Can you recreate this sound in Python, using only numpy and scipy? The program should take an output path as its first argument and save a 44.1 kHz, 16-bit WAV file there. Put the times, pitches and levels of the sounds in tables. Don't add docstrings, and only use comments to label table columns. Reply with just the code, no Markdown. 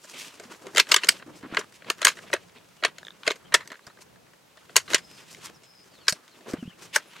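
import sys
import numpy as np
from scipy import signal
from scipy.fft import rfft, irfft
from scipy.io import wavfile
from scipy.ndimage import uniform_filter1d

SR = 44100
rng = np.random.default_rng(int(sys.argv[2]) if len(sys.argv) > 2 else 0)


def file_out(sig):
    cols = np.atleast_2d(sig).T
    lim = np.clip(cols, -1, 1)
    pcm = np.round(lim * 32767).astype(np.int16)
    wavfile.write(sys.argv[1], SR, pcm)


N = 317520


def undb(db):
    return 10 ** (np.asarray(db) / 20)


def unit(x):
    return x / np.sqrt(np.mean(x ** 2))


def on_log(table, hz):
    f, db = np.transpose(table)
    return np.interp(np.log(hz + 1), np.log(f), db)


def colour(x, gain):
    return irfft(rfft(x) * gain, N)


def walk(rate):
    hold = int(SR / rate)
    steps = np.repeat(rng.standard_normal(N // hold + 1), hold)
    smooth = uniform_filter1d(uniform_filter1d(steps, hold), hold)
    return unit(smooth[:N])


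def add(out, s, sound):
    i = int(s * SR)
    out[:, i:i + sound.shape[1]] += sound[:, :N - i]


def ring(modes, t, scatter_db=1.5, detune=0.029, crack_db=-22.0, tilt_db=0.):
    hz, db, t60 = np.array(modes).T[:, :, None]
    db = db + tilt_db * np.log2(hz / hz[0])
    grip = rng.standard_normal((2, len(modes), 1))
    decay = np.exp(-np.log(1000) * t / t60)
    wave = np.sin(2 * np.pi * hz * (1 + detune * grip[0]) * t) * decay
    sign = (-1.) ** np.arange(len(modes))[:, None]
    strength = undb(db + scatter_db * grip[1]) / np.sqrt(t60)
    tap = np.sum(sign * strength * wave, axis=0)
    tap[0] += undb(crack_db) * np.sqrt(np.sum(tap ** 2))
    edges = [.85 * hz.min(), min(1.15 * hz.max(), .45 * SR)]
    return signal.sosfilt(signal.butter(2, edges, "bandpass", fs=SR, output="sos"), tap)


# (t/s, level/dB, hollow body level/dB and brass level/dB relative to it, fall by 40 dB/ms)
SLIPS = [(0.0403, -52.5, 2.5, 5, 46), (0.3977, -45, 4, 2.5, 16), (0.435, -50.5, -15, 0, 20),
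         (0.451, -53, -15, -3, 10), (0.547, -51.5, -10, -12, 14), (0.668, -43.5, 0, 1, 9),
         (0.7483, -37.5, 5, 1, 15), (0.76, -25.5, -21, -2.5, 23), (0.7704, -16, -10.5, -4, 15),
         (0.7799, -11, -13, -3, 12), (0.7923, -17, -14.5, -7.5, 32), (0.7978, -8.5, -22.5, -3, 16.4),
         (0.8686, -40.5, -10, -10.5, 12), (0.8895, -39.5, -9.5, 0.5, 23), (0.9134, -23, -5.5, 1, 74),
         (0.9172, -10.5, -21, 0.5, 23), (0.942, -7.5, -26.5, -2, 10), (0.9622, -13.5, -15, 1, 20),
         (0.9805, -29, -25, -20.5, 45), (1.034, -22, -22, -9.5, 37), (1.039, -31, -2, -8.5, 13),
         (1.045, -29, -18.5, 4.5, 6.3), (1.0704, -37.5, -14.5, 5, 4.7), (1.0885, -7, -25.5, 1.5, 11.8),
         (1.1963, -49, -18, -12, 31), (1.2226, -45.5, -10, -25, 19), (1.5147, -55, -1, -18, 11),
         (1.5463, -33, -17.5, -7, 8.5), (1.5694, -18, -11.5, -12, 12.2), (1.5914, -38.5, 2.5, 6, 31),
         (1.611, -40.5, -12.5, -13.5, 11), (1.7232, -57, -14, 5, 13), (1.8211, -46, -5, -20, 3.7),
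         (1.845, -48, -6, -14, 8), (1.9007, -15.5, -13, -6, 6.6), (1.989, -48, -14, -5, 12),
         (2.017, -26, -4.5, -1.5, 11), (2.027, -26, -15, -9, 20), (2.0493, -8.5, -24.5, 3.5, 8.1),
         (2.0556, -21.5, -6.5, -7.5, 35), (2.069, -8, -22.5, -5, 2.6), (2.079, -18.5, -16.5, 0.5, 44),
         (2.1696, -45.5, -1, -6, 47), (2.188, -43.5, -4, -10, 15), (2.237, -56, 9, -6, 11),
         (2.3002, -47.5, 4, -18, 12), (2.33, -21.5, 0.5, -9.5, 38), (2.337, -23, -8, 1, 10),
         (2.3482, -33, -22, -19, 5.3), (2.3632, -40, -7, -13.5, 12), (2.825, -40.5, 7.5, -17, 25),
         (2.8364, -19, -54, -14, 14), (2.845, -33, 9, -8.5, 9.4), (2.8486, -15, -14, -6.5, 17),
         (2.866, -32.5, -27.5, -14.5, 12), (2.983, -38.5, -11, -3, 8.9), (3.2329, -38, -23.5, -11, 4.2),
         (3.2656, -28.5, -3, -8.5, 120), (3.277, -13.5, -7.5, -7, 9.5), (3.3028, -26.5, -9.5, -10, 26),
         (3.3068, -22.5, -8, -8.5, 9.2), (3.3153, -30.5, -18, -2.5, 14), (3.357, -51.5, 0, 3, 22),
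         (3.522, -37, -5, -12, 61), (3.5415, -12.5, -6.5, 1, 25.5), (3.547, -13, -12.5, -9.5, 6.1),
         (3.606, -43, -16, -9.5, 73), (3.6566, -55, -14, -10, 9.9), (3.675, -45.5, -24, 7, 7.5),
         (3.7018, -44, -4.5, -9, 15), (3.7175, -39.5, -5.5, -6, 16), (3.7283, -47.5, -3, -10, 5.8),
         (3.7404, -51, -3, -17, 38), (3.7546, -52.5, -14, -9, 5.5), (3.7928, -58.5, -5, -7, 3.7),
         (3.8671, -52, 2, 10, 13), (3.8752, -53.5, 1, 1, 9.3), (3.897, -59, -10, -6, 34),
         (3.9706, -58, 1, -9, 16), (3.9873, -62, 12, -1, 10.8), (4.158, -61.5, -10, -4, 8),
         (4.265, -64.5, -9, -8, 12), (4.3339, -59, 0, -3, 15), (4.572, -53.5, 1, -6, 28),
         (4.6942, -48.5, 1, -24, 23), (4.7578, -19, -16.5, -5, 7), (4.7639, -10, -14.5, 4, 13.5),
         (4.776, -24.5, -39, -11, 38), (4.7985, -39, -37, -11, 37), (4.8784, -40.5, -9, -21, 42),
         (4.9094, -37, -9, -15, 4), (4.9333, -20.5, -7, -4.5, 12), (4.9448, -12, -14.5, 2.5, 16),
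         (4.9546, -24, -23, -12, 36), (4.9802, -36, -13, -0.5, 36), (5.347, -41.5, -28, -5.5, 8.9),
         (5.6337, -55, -1.5, 2.5, 90), (6.0687, -49, -15, 2, 65), (6.0816, -14.5, -18.5, 5, 18.4),
         (6.094, -32, -22, 13, 32), (6.1239, -34.5, 0, 11.5, 15), (6.278, -50.5, -25, -2, 15),
         (6.4077, -58, -7, -7.5, 20), (6.5108, -59, -8, 18, 3.6), (6.5332, -44, 12, 1, 27),
         (6.627, -62, 16, 2, 9), (6.96, -22, -3.5, 6.5, 13.6), (6.976, -52, -29, -16, 23)]
# (t/s, level/dB)
GRIP_ON_SHELL = [(0., -0.5), (1.05, -2.5), (1.2, 2.5), (1.57, 4), (1.9, -4.5), (2.1, 2), (2.33, 4),
                 (2.85, 0), (3.0, -7), (3.3, -2.5), (3.55, 5.5), (3.68, -2), (3.75, 5.5), (4.7, -0.5),
                 (4.95, -1.), (5.35, -14.5), (6.08, 2.), (6.28, -11), (6.5, 4.5), (6.96, 13.5)]
# (f/Hz, level/dB, t60/s)
HOLLOW_MODES = [(340, -19.5, 0.019), (424.6, 4.5, 0.016), (534, 8, 0.0067), (635.3, 6.5, 0.019)]
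SHELL_LOW_MODES = [(942, -9, 0.011), (1246, -1, 0.012), (1280, -0.5, 0.012), (1620, 0, .012),
                   (1728, -2, 0.017), (1904, -3.5, .012)]
SHELL_HIGH_MODES = [(2117, -3.5, 0.0098), (2680, 1.5, 0.0066), (2718, 0.5, 0.0078), (3033, -3, 0.0077),
                    (3490, -4, 0.0076), (3810, -4.5, .008), (4305, -4.5, .008)]
BRASS_MODES = [(4476, 1.5, 0.0063), (4974, 1, 0.0045), (5760, 1, 0.0037), (6497, 1.5, 0.0038),
               (6906, 1, 0.0052), (7806, -4.5, 0.0091), (8270, -10, 0.005), (8680, -9, 0.035),
               (9270, -8.5, 0.0029), (10990, -8, 0.001), (13700, -20, 0.004)]
RISE_MS, RISE_MS_PER_DB = 2.4, 0.09
LOW_SHELL_DB, LOW_SHELL_PER_DB = -5.5, -0.1673


def clicks(side_db=-12.5, rattle_db=-19.0, rattle_s=0.071, spread_db=6.0, swell_db=15.5, snap_db=19.5,
           lead_db=17.5, jolt_db=-45.5, jolt_s=.006, dulling=0.3):
    out, t = np.zeros((2, N)), np.arange(int(SR / 8)) / SR
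    for s, db, hollow_db, brass_db, t40_ms in SLIPS:
        rise = max(RISE_MS + RISE_MS_PER_DB * db, .2) / 1000
        build_s = 3 * rise
        low_db = LOW_SHELL_DB + LOW_SHELL_PER_DB * db + np.interp(s, *np.transpose(GRIP_ON_SHELL))
        after = np.maximum(t - build_s, 0)
        before = np.minimum(t / build_s, 1) - 1
        clatter = np.exp(-np.log(100) * after / (t40_ms / 1000))
        rattle = undb(rattle_db) * np.exp(-np.log(100) * after / rattle_s)
        push = undb(swell_db * before) * (clatter + rattle)
        force = undb(spread_db * rng.standard_normal(len(t)))
        taps = push * rng.standard_normal((2, len(t))) * force
        taps[:, int(build_s * SR)] = undb(lead_db)
        hard = taps * undb(snap_db * before)
        parts = ((hard, SHELL_HIGH_MODES, 0, 0), (taps, HOLLOW_MODES, hollow_db, -4.),
                 (taps, SHELL_LOW_MODES, low_db, -1.5), (hard, BRASS_MODES, brass_db, 2.5))
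        sound = 0
        for drive, modes, part_db, apart_db in parts:
            response = ring(modes, t[:len(t) // 3], tilt_db=dulling * min(part_db, 0))
            part = signal.fftconvolve(drive, response[None], axes=1)
            power = uniform_filter1d(part ** 2, SR // 500, axis=1)
            loudest = np.sqrt(power.max(axis=1, keepdims=True))
            part = undb(db + part_db) * part / loudest
            sound = sound + part[0] + undb(side_db + apart_db) * np.outer([1, -1], part[1])
        x = after / jolt_s
        sound[:, :len(t)] += undb(db + jolt_db) * x * np.exp(1 - x) * np.cos(x)
        add(out, s - 2.5 * rise, sound)
    return out


# (t/s, peak level/dB)
SPRING_CREAKS = [(3.0303, -32), (3.05, -32), (3.068, -28.5), (3.0825, -27.5), (3.1054, -32), (3.1153, -48),
                 (3.121, -46)]
# (f/Hz, level/dB, t60/s)
SPRING_MODES = [(533, -9, 0.0081), (1020, -12, 0.0061), (1680, -5.5, 0.013), (3320, -3.5, .006),
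                (3690, -2, .006), (5370, -17.5, 0.0044), (6890, -19.5, .004)]


def creaks(slip_s=.0007):
    out, t = np.zeros((2, N)), np.arange(SR // 30) / SR
    for s, db in SPRING_CREAKS:
        roughness = 1 + 0.55 * rng.standard_normal(len(t))
        slip = roughness * rng.standard_normal(len(t)) * np.exp(-t / slip_s)
        tick = signal.fftconvolve(slip, ring(SPRING_MODES, t, detune=0.006, crack_db=-18))
        add(out, s, undb(db) * np.outer([1, 1], tick / np.abs(tick).max()))
    return out


# (t/s, peak level/dB, f/Hz, t60/s)
BAG_BUMPS = [(0.454, -43, 230, 0.053), (0.51, -40, 340, 0.024), (0.665, -38.5, 393, 0.089),
             (1.263, -39.5, 287, 0.039), (1.279, -36, 284, 0.038), (1.299, -43.5, 301, 0.086),
             (1.434, -33, 289, 0.028), (1.448, -34, 287, 0.032), (1.464, -35, 288, 0.035),
             (1.525, -29, 244, 0.013), (1.586, -24, 402, 0.032), (2.334, -22.5, 378, 0.04),
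             (3.307, -23.5, 423, 0.024), (3.872, -45, 136, 0.025), (4.945, -15.5, 432, 0.013),
             (6.124, -31, 171, 0.022), (6.537, -17, 272, 0.02), (6.549, -42, 147, 0.022),
             (6.583, -36.5, 175, 0.091), (6.626, -26.5, 240, 0.045), (6.654, -37, 172, 0.043),
             (6.677, -29, 180, 0.025)]


def bumps(push_s=0.0021):
    out, t = np.zeros((2, N)), np.arange(SR // 10) / SR
    for s, db, hz, t60 in BAG_BUMPS:
        decay = np.exp(-np.log(1000) * t / t60)
        thump = np.sin(2 * np.pi * hz * t) * decay * (1 - np.exp(-t / push_s))
        add(out, s, -undb(db) * np.outer([1, 1], thump / np.abs(thump).max()))
    return out


# (t/s, level/dB, tilt from band to band/dB)
HAND_RUB = [(0.0, -63.5, 1.8), (0.15, -49.5, 2), (0.5, -59, -1.1), (0.75, -55.5, -2.4), (0.95, -57.5, -0.5),
            (1.12, -43.5, 1.5), (1.22, -60, -2.5), (1.8, -63.5, -1), (2.2, -54.5, -1), (2.6, -67, -1),
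            (3.501, -61.5, -2), (4.4, -71.5, -4), (4.88, -57.5, 1.2), (5.12, -61, -0.8), (5.37, -57.5, .4),
            (5.7, -69.5, -1.1), (6.2, -60, -1.5), (7.2, -65.5, -2)]
# (fullest t/s, length/s, level/dB, tilt from band to band/dB)
SHORT_DRAGS = [(0.197, 0.069, -50, 8.5), (0.246, .085, -50.5, 7), (0.516, 0.09, -51.5, -2),
               (0.682, 0.096, -59, -7), (0.909, 0.072, -40.5, -1.8), (1.022, .044, -44.5, 0),
               (1.217, 0.037, -55, -6.), (1.286, 0.055, -65, -20), (1.388, 0.059, -66.5, 11.5),
               (1.453, 0.046, -48.5, -11.5), (1.532, 0.12, -51.5, -7.5), (1.592, 0.13, -41.5, -4.3),
               (1.76, 0.061, -74.5, 17), (1.9, 0.092, -50.5, -4.5), (2.013, 0.049, -52, -2),
               (2.12, 0.057, -46, 2), (2.331, 0.041, -52, 1), (2.565, 0.073, -57, -1),
               (2.885, 0.04, -47, -3), (3.013, 0.036, -56.5, -1.5), (3.269, 0.034, -43, -1),
               (3.592, 0.051, -55, 0), (3.609, .04, -54, -4.5), (4.022, 0.04, -58.5, 7),
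               (4.921, 0.064, -37.5, -2), (5.184, 0.14, -59, 5.), (5.332, 0.14, -70.5, 14.5),
               (5.459, 0.095, -52, 8), (5.943, 0.054, -63, 0), (6.15, 0.035, -59, 7),
               (6.496, .075, -48.5, -9.5), (6.502, 0.065, -54.5, 9.5), (6.557, 0.095, -53.5, -9),
               (6.812, 0.075, -50.5, 0.5), (6.855, 0.081, -54, 2.5), (6.962, 0.066, -37, 6.5),
               (6.98, 0.066, -50, 2), (7.167, 0.37, -57, 1.5)]
# (low f/Hz, high f/Hz, level of the resting rub/dB)
FRICTION_BANDS = [(107, 760, -1.5), (860, 2070, -3), (2000, 4280, -1.5), (4420, 22000, -1.5)]
# (f/Hz, level/dB per Hz)
SKIN_SPECTRUM = [(59, -31.5), (100, -10.5), (302, -3.5), (768, -6), (930, -1), (1760, -5), (2690, -6.5),
                 (4770, -11.5), (7610, -17), (13800, -30), (16000, -36.5)]
SCUFF_RISE, SCUFF_ARCH_DB = 0.53, 7
CRACKLE = 1.2


def rub(grain_db=0.5, flutter_db=2.5, side_db=-10.5):
    s, rest_db, rest_tilt_db = np.transpose(HAND_RUB)
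    t, hz, out = np.arange(N) / SR, np.arange(N // 2 + 1) * SR / N, 0
    grit = undb(grain_db * walk(900) + 2.0 * walk(150))
    grit = grit * (1 + CRACKLE * np.maximum(walk(420) - 1.5, 0))
    for k, (lo_hz, hi_hz, band_db) in enumerate(FRICTION_BANDS):
        place = k - 3 / 2
        band = undb(on_log(SKIN_SPECTRUM, hz)) / (1 + (lo_hz / (hz + 1)) ** 6) / (1 + (hz / hi_hz) ** 6)
        mid, side = (unit(colour(grit * rng.standard_normal(N), band)) for _ in range(2))
        force = undb(np.interp(t, s, rest_db + place * rest_tilt_db + band_db))
        for full, length, db, tilt_db in SHORT_DRAGS:
            rise, fall = SCUFF_RISE * length, (1 - SCUFF_RISE) * length
            span = slice(int((full - rise) * SR), int((full + fall) * SR))
            drag_db = db + place * tilt_db - SCUFF_ARCH_DB * place ** 2 / 2
            force[span] += undb(drag_db) * np.interp(t[span] - full, [-rise, 0, fall], [0, 1, 0])
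        stereo = mid + undb(side_db) * np.outer([1, -1], side)
        out = out + force * undb(flutter_db * walk(45)) * stereo
    return out


# (t/s, length/s, start f/Hz, end f/Hz, level/dB, trill depth 0-1, hoarseness as RMS pitch wander/Hz)
BIRD_CALLS = [(2.771, .06, 2890, 2930, -61.5, 0.07, 30), (3.445, .025, 2910, 3300, -58.5, 0.1, 40),
              (3.454, 0.038, 3320, 2900, -61, 0., 40), (3.823, 0.027, 3650, 4500, -60, 0., 56),
              (3.885, 0.04, 3500, 4550, -62, 0.1, 63), (4.978, 0.27, 5120, 5060, -56.5, 0.1, 9),
              (5.545, 0.034, 5740, 4840, -55, 0.3, 69), (5.63, 0.14, 5200, 5100, -58.5, 0.74, 63),
              (5.725, 0.13, 5080, 5050, -55, 0.7, 46), (5.905, 0.19, 5050, 1900, -58, 0.2, 138),
              (5.99, 0.11, 4600, 3860, -57, 0.3, 49), (6.31, 0.056, 4550, 3500, -60, 0.2, 70),
              (6.58, 0.085, 3200, 2530, -51.5, 0.3, 74), (6.653, 0.045, 2570, 3390, -55.5, 0.3, 105),
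              (6.683, 0.062, 3240, 2700, -53, 0.1, 116), (6.705, 0.027, 1580, 2540, -51.5, 0.15, 58),
              (7.068, 0.046, 11300, 10000, -64, 0., 60), (7.077, 0.093, 13400, 11800, -70.5, 0., 80)]


def birds(trill_hz=126.0, flick_hz=500.):
    out = np.zeros((2, N))
    waver, flicker = walk(990), undb(3. * walk(110))
    for start, length, hz0, hz1, db, trill, hoarse_hz in BIRD_CALLS:
        i, n = int(start * SR), int(length * SR)
        beat = trill_hz * np.arange(n) / SR % 1
        glide = np.linspace(hz0, hz1, n)
        hz = glide + hoarse_hz * waver[i:i + n] + flick_hz * trill * (beat - .5)
        swell = np.sin(np.linspace(0, np.pi, n)) ** 0.43 * (1 - trill * np.cos(2 * np.pi * beat))
        tone = swell * flicker[i:i + n] * np.sin(2 * np.pi * np.cumsum(hz) / SR)
        add(out, start, undb(db + np.array([[1.5], [-1.5]])) * tone)
    return out


# (f/Hz, level/dB per Hz)
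AIR_SPECTRUM = [(18, -48.5), (30, -19), (179, 3), (252, -10), (499, -7.5), (913, -10), (7090, -19.5),
                (13300, -25), (16000, -26)]
# (f/Hz, side minus mid level/dB)
AIR_WIDTH = [(60, -7), (110, -15), (200, -1.5), (380, 4.5), (700, 0.5), (1290, -1.5), (2380, -3),
             (4400, -2), (8120, -6), (15000, -3)]
AIR_DB = -60.0


def air(gust_db=3.9):
    hz = np.arange(N // 2 + 1) * SR / N
    gain, low = undb(on_log(AIR_SPECTRUM, hz)), 1 / (1 + (hz / 700) ** 2)
    side_gain = undb(on_log(AIR_WIDTH, hz))
    both = np.array([colour(rng.standard_normal(N), gain * g) for g in (1, side_gain)])
    wind = np.array([colour(c, low) for c in both])
    mid, side = (both + wind * (undb(gust_db * walk(5.2)) - 1)) / both[0].std()
    return undb(AIR_DB) * (mid + np.outer([1, -1], side))


def scene():
    return clicks() + creaks() + bumps() + rub() + birds() + air()


TOP_HZ = 15900


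def record(dry, release_s=0.16, knee_db=-28.0, squeeze=0.23):
    keep = np.exp(-1 / (release_s * SR))
    loud = signal.lfilter([1 - keep], [1, -keep], np.abs(dry).mean(axis=0))
    ducked = dry / (1 + loud / undb(knee_db)) ** squeeze
    soft = ducked / (1 + np.abs(ducked) ** 4) ** (1 / 4)
    return signal.sosfilt(signal.ellip(10, .2, 80, TOP_HZ, fs=SR, output="sos"), soft)


dry = scene()
out = record(dry)
file_out(out)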